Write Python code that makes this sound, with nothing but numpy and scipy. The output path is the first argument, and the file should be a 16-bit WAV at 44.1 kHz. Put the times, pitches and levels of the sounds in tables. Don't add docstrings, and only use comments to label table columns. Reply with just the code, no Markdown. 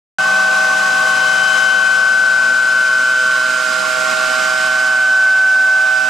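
import sys
import numpy as np
from scipy import signal
from scipy.fft import rfft, irfft
from scipy.io import wavfile

SR = 44100
rng = np.random.default_rng(int(sys.argv[2]) if len(sys.argv) > 2 else 0)


def store_wav(level_fs):
    pcm = np.round(np.clip(np.atleast_2d(level_fs), -1, 1) * 32767)
    wavfile.write(sys.argv[1], SR, pcm.T.astype(np.int16))


N = 268569
TIME = np.arange(N) / SR
BIN_HZ = np.maximum(np.arange(N // 2 + 1) * SR / N, 1)
SIDES = np.array([[1], [-1]])
BOWL_HZ, MOTOR_HZ = 126.9, 24.562
SWING_RAD_PER_S = 0.32


def bowl():
    # (order, left [dB], right [dB], change [dB/s], node at [s],
    # node spacing [s], left echo [0-1], right echo [0-1], loudness swing factor, left lead [rad], flutter)
    orders = [(4, -47.5, -42.5, 1.5, 5.52, 9.9, 0.93, 1, 1.16, -0.8, 0.27),
              (5, -38.9, -27.5, -0.6, 1.84, 10.1, 0.05, 0.51, 1.6, -0.76, 0.03),
              (6, -31.5, -32.5, -0.08, 3.31, 10.6, 0.84, 1, 0.97, -0.3, 0),
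              (11, -28, -26, 1.4, 0.92, 4.7, 0.3, 0.98, 0.45, -0, 0.036),
              (13, -38, -40, 1.05, 4.12, 2.05, 0.11, 0.46, 0.81, -0.9, 0.18),
              (24, -42.1, -39, -0.5, 5.63, 1.65, 0.8, 0.66, 0.01, 0.0, 0.07)]
    # (rough pitch [Hz], level at mid-path [dB], change [dB/s])
    faint = [(127, -61, -3), (254, -57.5, 0.5), (888, -67, 2), (1015, -49, 0), (2284, -51.5, 1),
             (2918, -48.5, -1), (3172, -47, -0.5), (4568, -55, -3.5), (4822, -53, 1.5)]
    angle = shaft(BOWL_HZ, wander=0.00004)
    return whine(angle) + standing_orders(angle, orders) + faint_orders(angle, BOWL_HZ, faint)


def whine(angle, gain_db=1.09):
    # (time [s], relative level [dB], left minus right [dB])
    path = [(0.25, -16, 2.0), (0.35, -14, 2.5), (0.87, -15.5, 4), (1.53, -15, 10), (2.13, -13.5, 5),
            (2.77, -15, 4.5), (3.29, -16, 0), (3.55, -19, -3), (3.84, -24.5, -13), (4.26, -21.5, -6),
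            (5.23, -12.5, -1.0), (5.77, -13, -2.0), (5.93, -15, -6), (6.08, -17.5, -13)]
    # (time [s], left lead [rad])
    lead = [(1.05, 0.45), (1.8, -0.63), (3.5, 0.09), (4.05, -1.05), (6.08, 0.71)]
    level_db, pan_db = in_time(path)
    balance = from_db(SIDES * pan_db / 2)
    gains = from_db(level_db + gain_db) * balance / balance.mean(axis=0)
    octave_db = through_beam(off_db=-64.5, extra_db=30.5, at_s=1.52, half_width_s=0.62)
    octave = strong_tone(24 * angle, from_db(octave_db), along_path(0, SWING_RAD_PER_S), flutter=0.08)
    return strong_tone(12 * angle, gains, in_time(lead)[0], flutter=0.023) + octave


def motor(angle):
    # (order, left [dB], right [dB], change [dB/s], node at [s],
    # node spacing [s], left and right echo [0-1], loudness swing factor, left lead [rad], flutter)
    orders = [(8, -48.0, -51, -3.2, 1.32, 10, 0.0, 0.48, 0.5, -0.2, 0.15),
              (60, -32, -34, -1.1, 5.66, 6.4, 0.95, 0.7, 1.1, 0.1, 0.076)]
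    # (rough pitch [Hz], level at mid-path [dB], change [dB/s])
    faint = [(147, -56, -1.2), (1498, -67, -0.91), (1529, -38, -1.8), (1554, -38, -0.37),
             (1631, -44.5, 0.23), (2485, -49, -0.92), (2660, -50, -.5)]
    return standing_orders(angle, orders) + faint_orders(angle, MOTOR_HZ, faint)


def shaft(hz, wander):
    return 2 * np.pi * np.cumsum(hz * (1 + wander * drift(0.94))) / SR


def standing_orders(angle, orders):
    swing_db, out = loudness_swing(), 0
    for order, left_db, right_db, change, node_s, spacing_s, *echoes, follows, lead, flutter in orders:
        reflection = np.vstack(echoes) * np.exp(2j * np.pi * (TIME - node_s) / spacing_s)
        change_db = along_path(0, change) + follows * swing_db
        gains = abs(1 - reflection) * from_db([[left_db], [right_db]]) * from_db(change_db)
        out += strong_tone(order * angle, gains, along_path(lead, SWING_RAD_PER_S), flutter)
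    return out


def faint_orders(angle, shaft_hz, lines):
    return sum(faint_tone(round(hz / shaft_hz) * angle, along_path(db, change))
               for hz, db, change in lines)


def strong_tone(phase, gains, lead, flutter):
    shaken = 1 + flutter * (drift(18) + 1j * drift(22))
    return np.sqrt(2) * np.real(shaken * gains * np.exp(1j * (phase + SIDES * lead / 2)))


def faint_tone(phase, db, swell=0.24, apart=0.25):
    common = 1 + swell * (drift(2.9) + 1j * drift(4.2))
    side = apart * drift(0.5) * np.exp(2j * np.pi * rng.random())
    carrier = np.exp(1j * (phase + 2 * np.pi * rng.random()))
    return np.sqrt(2) * from_db(db) * np.real((common + SIDES * side) * carrier)


def rush(motor_angle, rumble_edge_hz=450, ring_split_hz=1165, hiss_edge_hz=1450):
    colour, housing = rush_spectra()
    low_share = 1 / (1 + (BIN_HZ / rumble_edge_hz) ** 6)
    high_share = 1 / (1 + (hiss_edge_hz / BIN_HZ) ** 12)
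    lower_share = 1 / (1 + (BIN_HZ / ring_split_hz) ** 40)
    ring = colour * np.sqrt((1 - low_share) * (1 - high_share))
    rumble_db = rush_level(-0.69, follows=1, close_db=0.8) + SIDES * along_path(4.5, per_s=-1.5) / 2
    lower_db = rush_level(-1.2, follows=0.75, close_db=3.7)
    upper_db = rush_level(0.2, follows=0.66, close_db=-1.7)
    hiss_db = rush_level(0, follows=0.99, close_db=0)
    rumble = stereo_noise(colour * np.sqrt(low_share)) * from_db(rumble_db)
    lower_ring = stereo_noise(ring * np.sqrt(lower_share)) * from_db(lower_db)
    upper_ring = stereo_noise(ring * np.sqrt(1 - lower_share)) * from_db(upper_db)
    hiss = stereo_noise(colour * np.sqrt(high_share)) * from_db(hiss_db + 0.61 * drift(21))
    buzz = drive_buzz(motor_angle, housing) * from_db(hiss_db - 9)
    churn = from_db(0.6 * drift(7.1))
    return rumble + (lower_ring + upper_ring) * churn + hiss + buzz


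def rush_spectra(hollow_hz=4450, hollow_width_hz=140, hollow_db=-2.7):
    # (frequency [Hz], density [dB per Hz])
    flow = [(25.0, -71), (52.0, -90.2), (100.0, -76), (175.0, -69), (290.0, -66.5), (440.0, -72.5),
            (620.0, -74), (950.0, -70), (1800.0, -64.5), (4350.0, -68), (7600.0, -67.5), (9700.0, -76),
            (12200.0, -82), (15000.0, -97.5)]
    # (centre [Hz], width [Hz], relative peak [dB])
    modes = [(252, 6.6, -56), (517.5, 23, -59), (631, 80, -60), (789, 75, -58.5), (890, 34, -61),
             (1096.4, 18.7, -48), (1149, 107, -51.5), (1373, 143, -55.5), (1530, 126, -60), (1790, 32, -59),
             (1888, 68, -60.5), (2132, 58, -60), (2400, 34, -58), (2534, 40, -55.5), (2695, 95, -61.7),
             (3010, 51, -60), (3280, 105, -64.5), (3720, 350, -67), (4040, 200, -65), (4980, 720, -64.5),
             (5940, 540, -70), (8025, 450, -95)]
    broad = from_db(over_hz(flow)[0])
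    housing = np.sqrt(sum((from_db(db) * resonance(hz, width)) ** 2 for hz, width, db in modes))
    hollow = from_db(hollow_db * np.exp(-((BIN_HZ - hollow_hz) / hollow_width_hz) ** 2))
    return np.hypot(broad, 0.82 * housing) * hollow, housing


def rush_level(gain_db, follows, close_db, draw_back_s=1.42, ease_s=0.13):
    close = (1 - np.tanh((TIME - draw_back_s) / ease_s)) / 2
    return gain_db + follows * loudness_swing() + close_db * close


def drive_buzz(angle, housing):
    one_turn = rng.standard_normal(round(SR / MOTOR_HZ))
    position = (angle / (2 * np.pi) * len(one_turn)).astype(int) % len(one_turn)
    return irfft(rfft(one_turn[position]) * housing, N) * np.sqrt(SR / 2)


def beamed_rings():
    # (centre [Hz], width [Hz], level off the beam [dB], extra on it [dB],
    # crossed at [s], half-width [s])
    modes = [(1213, 24, -56, 19, 4.7, .8), (2800, 650, -57, 23.5, 4.17, 1.1)]
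    out = 0
    for centre_hz, width_hz, *beam in modes:
        ring = stereo_noise(resonance(centre_hz, width_hz))
        out += ring / ring.std() * from_db(through_beam(*beam))
    return out


def stray_tones(whistle_hz=11925):
    # (pitch [Hz], level at mid-path [dB], change [dB/s])
    tones = [(307, -64, 1.5), (819, -50, -4.5), (1168, -42.5, -4), (1426, -41.5, -0.5), (2600, -50, -4),
             (2635, -48.5, 2), (3790, -53, -1)]
    lines = sum(faint_tone(shaft(hz, wander=0.000678), along_path(db, change))
                for hz, db, change in tones)
    whistle_phase = shaft(whistle_hz, wander=0.0003) + 1.5 * drift(15)
    whistle_db = through_beam(off_db=-74, extra_db=13.5, at_s=-3, half_width_s=1.8)
    return lines + faint_tone(whistle_phase, whistle_db)


def workshop(direct, wet=0.29, t60_s=0.16, spots=4):
    decay = from_db(-60 * np.arange(SR // 4) / SR / t60_s)
    out = direct.copy()
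    for spot in range(spots):
        tail = rng.standard_normal(len(decay)) * decay
        reflections = signal.oaconvolve(direct, tail[None] / np.linalg.norm(tail), axes=1)[:, :N]
        nearness = np.clip(1 - abs(np.linspace(0, spots - 1, N) - spot), 0, 1)
        out += wet * np.sqrt(nearness) * reflections
    return out / np.sqrt(1 + wet ** 2)


def loudness_swing():
    # (time [s], relative level [dB])
    levels = [(0.25, -29), (0.59, -28), (1.57, -28), (2.14, -30.5), (3.12, -30), (4.13, -26), (4.48, -27),
              (5.42, -34), (6.05, -31)]
    level_db, = in_time(levels)
    return level_db - level_db.mean()


def through_beam(off_db, extra_db, at_s, half_width_s):
    return off_db + extra_db * np.exp(-((TIME - at_s) / half_width_s) ** 2)


def along_path(middle, per_s):
    return middle + per_s * (TIME - N / 2 / SR)


def stereo_noise(density):
    # (frequency [Hz], left-right likeness [0-1], left minus right [dB])
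    image = [(40, .1, -6), (150, 0.89, 3.5), (310, 0.22, -3), (600, 0.31, -2), (1100, 0.71, -3.5),
             (1600, .72, -2), (4500, 0.78, -1.5), (7660, 0.69, -1), (9600, 0.18, -3), (12500, 0.46, -4)]
    alike, pan_db = over_hz(image)
    mid, side = rfft(rng.standard_normal((2, N)))
    pair = np.sqrt(1 + alike) * mid + np.sqrt(1 - alike) * side * SIDES
    return irfft(pair * density * from_db(pan_db * SIDES / 2), N) * np.sqrt(SR) / 2


def resonance(centre_hz, width_hz):
    return 1 / (1 + 2 * ((BIN_HZ - centre_hz) / width_hz) ** 2)


def drift(rate_hz, hop=40, settle=2000):
    pole = np.exp(-2 * np.pi * hop * rate_hz / SR)
    noise = rng.standard_normal(N // hop + settle + 2)
    slow = signal.lfilter([1], [1, -2 * pole, pole * pole], noise)[settle:]
    return np.interp(np.arange(N) / hop, np.arange(len(slow)), (slow - slow.mean()) / slow.std())


def in_time(rows):
    times, *columns = np.transpose(rows)
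    return [np.interp(TIME, times, column) for column in columns]


def over_hz(rows):
    hz, *columns = np.transpose(rows)
    return [np.interp(np.log(BIN_HZ), np.log(hz), column) for column in columns]


def from_db(db):
    return 10 ** (np.asarray(db) / 20)


def scene():
    motor_angle = shaft(MOTOR_HZ, wander=0.00005)
    return bowl() + motor(motor_angle) + stray_tones() + workshop(rush(motor_angle)) + beamed_rings()


def record(dry, start_s=0.1844, cutoff_hz=15200):
    opened = np.clip((TIME - start_s) / 0.001, 0, 1)
    return signal.sosfilt(signal.ellip(10, 0.1, 80, cutoff_hz, fs=SR, output="sos"), dry * opened)


dry = scene()
out = record(dry)
store_wav(out)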